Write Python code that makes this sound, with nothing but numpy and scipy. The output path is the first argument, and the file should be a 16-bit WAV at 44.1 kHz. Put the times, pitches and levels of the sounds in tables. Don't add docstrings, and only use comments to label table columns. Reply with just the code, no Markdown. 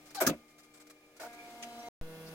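import sys
import numpy as np
from scipy import signal
from scipy.fft import rfft, irfft
from scipy.io import wavfile

SR = 44100
rng = np.random.default_rng(int(sys.argv[2]) if len(sys.argv) > 2 else 0)


def master(y):
    cut = np.clip(np.atleast_2d(y).T, -1, 1)
    pcm = np.round(cut * 32767)
    wavfile.write(sys.argv[1], SR, pcm.astype(np.int16))


def amplitude_ratio(level_db):
    exponent = np.asarray(level_db, float) / 20
    return 10 ** exponent


N = 103458
T = np.arange(N) / SR
HZ = np.maximum(np.arange(N // 2 + 1) * SR / N, 1)

# frequency in Hz, level in dB rms.
MAINS_LINES = [(150.7, -79.5), (231.5, -76), (301.5, -66.5), (382.2, -75), (473.7, -74), (608.3, -78),
               (1211, -73), (1701, -85), (2121, -78), (2272, -88.5), (2369, -84.5)]
# multiple of DRONE_HZ, level in dB rms.
DRONE_ORDERS = [(1, -60.5), (2, -66), (3, -53), (4, -65.5), (5, -72.5), (6, -70.5), (7, -73), (8, -90),
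                (9, -67.5), (10, -80)]
# multiple of DRONE_HZ, level in dB rms.
DRONE_HIGH_ORDERS = [(11, -78), (13, -71.5), (15, -83), (17, -69), (21, -73)]
# time in seconds, gain in dB.
DRONE_SWELL_DB = [(1.19, -41), (1.23, 4.5), (1.275, 10), (1.285, -3), (1.5, -0.5), (1.65, 2.5), (1.83, 2),
                  (1.89, 8)]
# frequency in Hz, level in dB rms.
MOTOR_LINES = [(161.5, -52.5), (323.0, -60), (484.5, -52.5), (646.0, -65), (807.5, -70.5), (969.0, -68.5),
               (1130, -70.5), (1292, -78), (1453, -67.5), (1615, -72), (1776, -71)]
# multiple of its lowest line, level in dB rms.
MOTOR_HIGH_ORDERS = [(13, -75), (15, -85), (16, -76), (17, -72), (21, -77), (25, -76.5)]
# frequency in Hz, density in dB per Hz.
ROOM_SPECTRUM = [(25, -9), (180, -12), (300, -6.5), (800, -8.5), (950, -16), (1900, -17.5), (2350, -15),
                 (2800, -18), (14500, -27.5), (16000, -26)]
# time in seconds, level in dB.
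ROOM_LEVEL_DB = [(0, -62.5), (.3, -61), (.45, -67.5), (1.19, -67.5), (1.21, -62), (1.88, -62), (2.02, -67),
                 (2.1, -59), (2.35, -56)]
# frequency in Hz, density in dB per Hz.
RUSH_SPECTRUM = [(60, -28), (190, -18), (250, -7), (800, -12.5), (1050, -18.5), (2300, -21.5), (3000, -21),
                 (16000, -32)]
# time in seconds, level in dB.
RUSH_LEVEL_DB = [(1.19, -104), (1.21, -71.5), (1.45, -57.5), (1.6, -57.5), (1.88, -56.5), (2.01, -58.5),
                 (2.1, -60.5), (2.35, -62.5)]
# frequency in Hz, gain in dB.
FAR_ROOM_DB = [(60, 1), (2000, -1.5), (5200, 0), (7500, -4), (10500, 4), (16000, 2.5)]
# start
# in seconds, level in dB, hold in seconds, centre in Hz, width in Hz.
GLINT_EVENTS = [(0.09, -68, 0.01, 5030, 470), (0.17, -52, 0.019, 4230, 920),
                (0.2065, -40.5, 0.016, 8300, 900), (0.207, -36, 0.0089, 12500, 3800),
                (0.216, -50, 0.0067, 12400, 950), (0.2654, -32.5, 0.011, 6000, 2000),
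                (0.268, -37, 0.008, 13570, 1100), (0.736, -70, 0.012, 7800, 600),
                (0.76, -68, 0.01, 7900, 610), (0.801, -68, 0.015, 7800, 760), (0.0, -75, 1.25, 2363, 34),
                (0.285, -44, 0.017, 3000, 2300), (1.274, -67.5, 0.14, 1652, 11.5),
                (1.388, -61.5, 0.066, 2360, 27), (1.78, -64, 0.12, 2122, 14), (1.286, -66, 0.2, 2290, 360),
                (1.63, -57, 0.0076, 5090, 310), (1.624, -53, 0.0098, 6080, 480),
                (1.623, -52.5, 0.0071, 7000, 520), (1.626, -56.5, 0.0074, 8850, 500),
                (1.624, -50, 0.014, 2600, 1130), (1.79, -65, 0.045, 5840, 160),
                (1.861, -65, 0.04, 6100, 250), (2.04, -64.5, 0.25, 202.6, 8.8),
                (2.265, -60.5, 0.022, 4900, 1300), (2.285, -74, 0.03, 6150, 300)]
# frequency in Hz, density in dB per Hz.
RUSTLE_SPECTRUM = [(350, -79), (600, 2), (944, -13), (1230, -1.5), (2830, -12), (4340, -7.5), (7830, -8.5),
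                   (16000, -18)]
# start in seconds, level in dB, hold in seconds, T60 in seconds.
RUSTLE_EVENTS = [(0.055, -61.5, 0.025, 0.085), (0.103, -58.5, 0.014, 0.035), (0.478, -70, 0.04, .08),
                 (0.58, -62, 0.023, 0.082), (0.631, -66, 0.02, 0.11), (0.737, -63, 0.022, 0.062),
                 (0.771, -64, 0.012, 0.044), (0.798, -61.5, 0.027, 0.042), (0.866, -62, 0.012, 0.041),
                 (0.897, -57, 0.014, 0.049), (1.163, -61, 0.012, 0.086), (1.327, -60.5, 0.024, 0.044),
                 (1.498, -63, 0.013, 0.068), (1.625, -55, 0.02, 0.047), (2.279, -62, 0.012, 0.07)]
# frequency in Hz, density in dB per Hz.
SCRAPE_SPECTRUM = [(88, -31.5), (150, -29), (494, -1), (1240, -1), (2920, -9), (4490, -2.5), (5150, -3.5),
                   (16000, -11.5)]
# start in seconds, level in dB, hold in seconds, T60 in seconds.
SCRAPE_EVENTS = [
    (0.1464, -43.5, 0.015, 0.093),
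    (1.198, -52.5, 0.028, 0.26),
]
# start in seconds, peak in dB, frequency in Hz, T60 in seconds.
KNOCK_EVENTS = [(0.153, -49.5, 1190, 0.18), (0.206, -34, 1022, 0.06), (0.2135, -23.5, 669, 0.067),
                (0.212, -29.5, 1450, 0.036), (0.216, -31.5, 377.5, 0.16), (0.236, -38, 646, 0.07),
                (0.249, -43, 1622, 0.12), (0.269, -33, 1244, 0.05), (0.27, -30.5, 1695, 0.05),
                (0.273, -23, 234.4, 0.078), (0.289, -26, 304, 0.049), (0.29, -34, 687.3, 0.1),
                (0.292, -42.5, 1210, 0.046), (0.298, -46.5, 2625, 0.11), (0.316, -39.5, 591.4, 0.14),
                (0.344, -45.5, 232.3, 0.18), (1.232, -46, 1440, 0.08), (1.234, -44.5, 914, 0.07),
                (1.265, -48, 1450, 0.05)]
# time in seconds, pitch in Hz, level in dB.
SQUEAK_TRACK = [(.160, 764, -66.5), (.170, 829, -48.5), (.182, 752, -41.5), (.192, 795, -36),
                (.203, 734, -49), (.207, 770, -79)]
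# start in seconds, crack in dB, rack in dB, cabinet in dB, hold in seconds.
BLOW_EVENTS = [
    (0.2024, -37.5, -34.5, -52.5, 0.021),
    (0.209, -48.5, -26.5, -47.5, 0.003),
    (0.221, -39.5, -38, -43.5, 0.018),
    (0.246, -50.5, -37.5, -38.5, 0.022),
    (0.2651, -27, -39, -32, 0.013),
    (0.284, -40, -42.5, -27, 0.018),
    (0.316, -75.5, -47, -48, 0.026),
    (1.196, -67, -42.5, -76, 0.024),
    (1.233, -59.5, -46.5, -94, 0.08),
]
# frequency in Hz, density in dB per Hz.
CRACK_SPECTRUM = [(590, -36), (1000, -18), (1230, 5.5), (2050, -11.5), (4020, -12), (5830, -8), (8960, -13),
                  (13100, -13), (16000, -8)]
# frequency in Hz, share in dB, T60 in seconds.
RACK_MODES = [(358, -7, 0.15), (551.4, -7, 0.15), (650, -1.5, 0.037), (955, -17.5, 0.075),
              (1165, -15.5, 0.021), (1476, -11.5, 0.025), (1720, -16, 0.0067), (2190, -10.5, 0.0067),
              (2580, -25.5, 0.077)]
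# frequency in Hz, share in dB, T60 in seconds.
CABINET_MODES = [(65.6, -20, 0.34), (167, -8, 0.19), (230.7, -2.5, 0.19), (299.8, 0, 0.13),
                 (379, -10.5, 0.2), (534.6, -5.5, 0.16), (588, -14.5, 0.15), (671, -12.5, 0.077)]
# frequency in Hz, left-right likeness from 0 to 1.
STEREO_LIKENESS = [(60, 0.92), (300, 0.98), (800, 0.91), (1500, 0.35), (3000, 0.25), (8000, 0.2),
                   (15000, 0.26)]
# frequency in Hz, lead of left in radians.
LEFT_LEAD_RAD = [(20, -0.5), (1460, 0.38), (3360, -4), (5430, -1), (6030, -6.5), (10900, -2), (12100, -7.5),
                 (16500, -10.5)]
# frequency in Hz, left minus right in dB.
LEFT_LEAN_DB = [(60, 0.5), (380, 0.5), (2380, 0.5), (15000, 2)]

DRONE_HZ, FULL_SPEED_S = 236, 1.71
LOW_ORDER_LATE_S, LOW_ORDER_EARLY_DB = 1.6, -19
SQUEAK_FALL_DB = 9.5
ATTACK_S, CRACK_RISE_S, KNOCK_RISE_S = 0.0018, 0.001, 0.0021
CRACK_T60_S, BODY_T60_S, GLINT_T60_S, CLICKS_PER_S = 0.033, 0.071, 0.068, 3000
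THUD_CUT_S = 1.273
GAP_START_S, GAP_END_S = 1.8865, 2.0125
OFFSET, STEP_S, SETTLE_S = -0.023, 0.00005, 0.035
TREBLE_DB, CUTOFF_HZ = 3.5, 15900


def rms_one(x):
    return x / np.sqrt(np.mean(x ** 2) + 1e-20)


def in_time(rows, column=1):
    rows = np.array(rows)
    return np.interp(T, rows[:, 0], rows[:, column])


def at_hz(points):
    points = np.array(points)
    return np.interp(np.log(HZ), np.log(points[:, 0]), points[:, 1])


def drift(rate_hz):
    r = np.exp(-2 * np.pi * rate_hz / SR)
    walk = signal.lfilter([1], [1, -2 * r, r * r], rng.standard_normal(N + SR))
    return rms_one(walk[SR:])


def grit(spread_db):
    grain_db = spread_db * np.minimum(rng.exponential(1, N), 5)
    return rms_one(rng.standard_normal((2, N)) * amplitude_ratio(grain_db))


def filtered(x, spectrum):
    return irfft(rfft(x) * amplitude_ratio(at_hz(spectrum)), N)


def coloured(x, spectrum):
    return rms_one(filtered(x, spectrum))


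def burst(start_s, db, hold_s, t60_s, attack_s=ATTACK_S):
    t = T - start_s
    fall_db = 60 * np.clip(t - hold_s, 0, 3 * t60_s) / t60_s
    return np.clip(t / attack_s, 0, 1) * amplitude_ratio(db - fall_db) * (t < hold_s + 3 * t60_s)


def tones(lines, wobble_db, rate_hz):
    out = 0
    for hz, db in lines:
        level = amplitude_ratio(db + 2.0 + wobble_db * drift(rate_hz))
        out = out + level * np.sin(2 * np.pi * hz * T + rng.uniform(0, 6.0, (2, 1)))
    return out


def orders(base_hz, rows):
    return [(k * base_hz, db) for k, db in rows]


def hum():
    late = np.clip((LOW_ORDER_LATE_S - T) / 0.2, 0, 1)
    low = tones([(DRONE_HZ, DRONE_ORDERS[0][1])], wobble_db=2.5, rate_hz=13.0)
    low = low * amplitude_ratio(LOW_ORDER_EARLY_DB * late)
    middle = tones(orders(DRONE_HZ, DRONE_ORDERS[1:4]), wobble_db=1.2, rate_hz=25.0)
    upper = tones(orders(DRONE_HZ, DRONE_ORDERS[4:]), wobble_db=1.0, rate_hz=3.0)
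    drone = (low + middle) * amplitude_ratio(in_time(DRONE_SWELL_DB)) + upper * (T > THUD_CUT_S)
    mains_db = 0.5 * np.clip(in_time(ROOM_LEVEL_DB) + 64.0, 0, 9)
    mains = tones(MAINS_LINES, wobble_db=2.7, rate_hz=2.8) * amplitude_ratio(mains_db)
    motor = tones(MOTOR_LINES, wobble_db=0.8, rate_hz=20.0)
    return np.where(T < GAP_END_S, mains + drone, motor)


def air():
    room = coloured(grit(0), ROOM_SPECTRUM) * amplitude_ratio(in_time(ROOM_LEVEL_DB) + 0.18 * drift(4.1))
    rush = coloured(grit(0), RUSH_SPECTRUM) * amplitude_ratio(in_time(RUSH_LEVEL_DB) + 0.26 * drift(4.0))
    both = room + rush
    return np.where(T < GAP_END_S, both, filtered(both, FAR_ROOM_DB))


def glints():
    out, noise = 0, grit(1.5)
    for start_s, db, hold_s, hz, width_hz in GLINT_EVENTS:
        edges_hz = [hz - width_hz / 2, hz + width_hz / 2]
        band = signal.butter(2, edges_hz, "band", fs=SR, output="sos")
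        ring = rms_one(signal.sosfilt(band, noise))
        out = out + ring * burst(start_s, db, hold_s, GLINT_T60_S)
    return out


def rustles():
    fine = coloured(grit(1.1), RUSTLE_SPECTRUM) * sum(burst(*row, attack_s=0.0034) for row in RUSTLE_EVENTS)
    coarse = coloured(grit(0.73), SCRAPE_SPECTRUM) * sum(burst(*row) for row in SCRAPE_EVENTS)
    return fine + coarse


def knocks():
    out = 0
    for start_s, db, hz, t60_s in KNOCK_EVENTS:
        phase = rng.uniform(0, 2 * np.pi, (2, 1)) + 0.35 * drift(60)
        wave = np.sin(2 * np.pi * hz * (T - start_s) + phase)
        out = out + wave * burst(start_s, db, KNOCK_RISE_S, t60_s, attack_s=KNOCK_RISE_S)
    return out * np.clip((THUD_CUT_S - T) / 0.001, 0, 1)


def squeak():
    turn = 2 * np.pi * np.cumsum(in_time(SQUEAK_TRACK) * (1 + 0.014 * drift(120))) / SR
    wave = -np.cos(turn)
    for k in range(9):
        overtone_db = -12.0 - SQUEAK_FALL_DB * k ** 0.4 + 3.5 * drift(120)
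        wave = wave - amplitude_ratio(overtone_db) * np.cos((k + 2) * turn)
    slipping = (T > SQUEAK_TRACK[0][0]) * (T < SQUEAK_TRACK[-1][0])
    return amplitude_ratio(in_time(SQUEAK_TRACK, column=2) + 3.5) * wave * slipping


def struck(modes, column):
    force = sum(burst(row[0], row[column], row[4], BODY_T60_S) for row in BLOW_EVENTS)
    out = 0
    for hz, db, t60_s in modes:
        clicks = grit(0.55) * (rng.random(N) < CLICKS_PER_S / SR) * force
        r = amplitude_ratio(-60 / (np.clip(t60_s, 0.01, 0.12) * SR))
        w = 2 * np.pi * hz / SR
        mid, side = signal.lfilter([1, 0, -1], [1, -2 * r * np.cos(w), r * r], clicks + 1e-18)
        out = out + amplitude_ratio(db - 5.5) * np.array([rms_one(mid), rms_one(side)])
    return out * np.sqrt(np.mean(force ** 2))


def blows():
    envelope = sum(burst(row[0], row[1], row[4] * 0.98, CRACK_T60_S, attack_s=CRACK_RISE_S)
                   for row in BLOW_EVENTS)
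    crack = coloured(grit(0.97), CRACK_SPECTRUM) * envelope
    ringing = struck(RACK_MODES, column=2) + struck(CABINET_MODES, column=3)
    return (crack + ringing) * np.clip((THUD_CUT_S - T) / 0.0014, 0, 1)


def overtones():
    high = tones(orders(DRONE_HZ, DRONE_HIGH_ORDERS), wobble_db=1.5, rate_hz=5.0)
    high = high * np.clip((T - FULL_SPEED_S) / 0.1 + 1, 0, 1)
    lower = tones(orders(MOTOR_LINES[0][0], MOTOR_HIGH_ORDERS), wobble_db=1.5, rate_hz=5.0)
    return np.where(T < GAP_END_S, high, lower)


def scene():
    total = hum() + air() + glints() + rustles() + knocks() + squeak() + blows() + overtones()
    mid, side = rfft(total) * amplitude_ratio(TREBLE_DB * np.clip(HZ / 2500, 0, 1))
    alike = np.clip(at_hz(STEREO_LIKENESS), 0, 1)
    mid = mid * np.sqrt((1 + alike) / 2)
    side = side * np.sqrt((1 - alike) / 2)
    tilt = amplitude_ratio(at_hz(LEFT_LEAN_DB) / 2) * np.exp(0.5j * at_hz(LEFT_LEAD_RAD))
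    return irfft(np.array([(mid + side) * tilt, (mid - side) / tilt]) * (HZ < CUTOFF_HZ), N)


def roll_off(x):
    return signal.sosfilt(signal.butter(12, 16850, fs=SR, output="sos"), x)


def record(dry):
    since_s = T - GAP_END_S
    live = (T < GAP_START_S) | (T > GAP_END_S)
    offset = np.clip(since_s / STEP_S, 0, 1) * OFFSET * np.exp(-np.maximum(since_s, 0) / SETTLE_S)
    return roll_off(dry * live + offset)


dry = scene()
out = record(dry)
master(out)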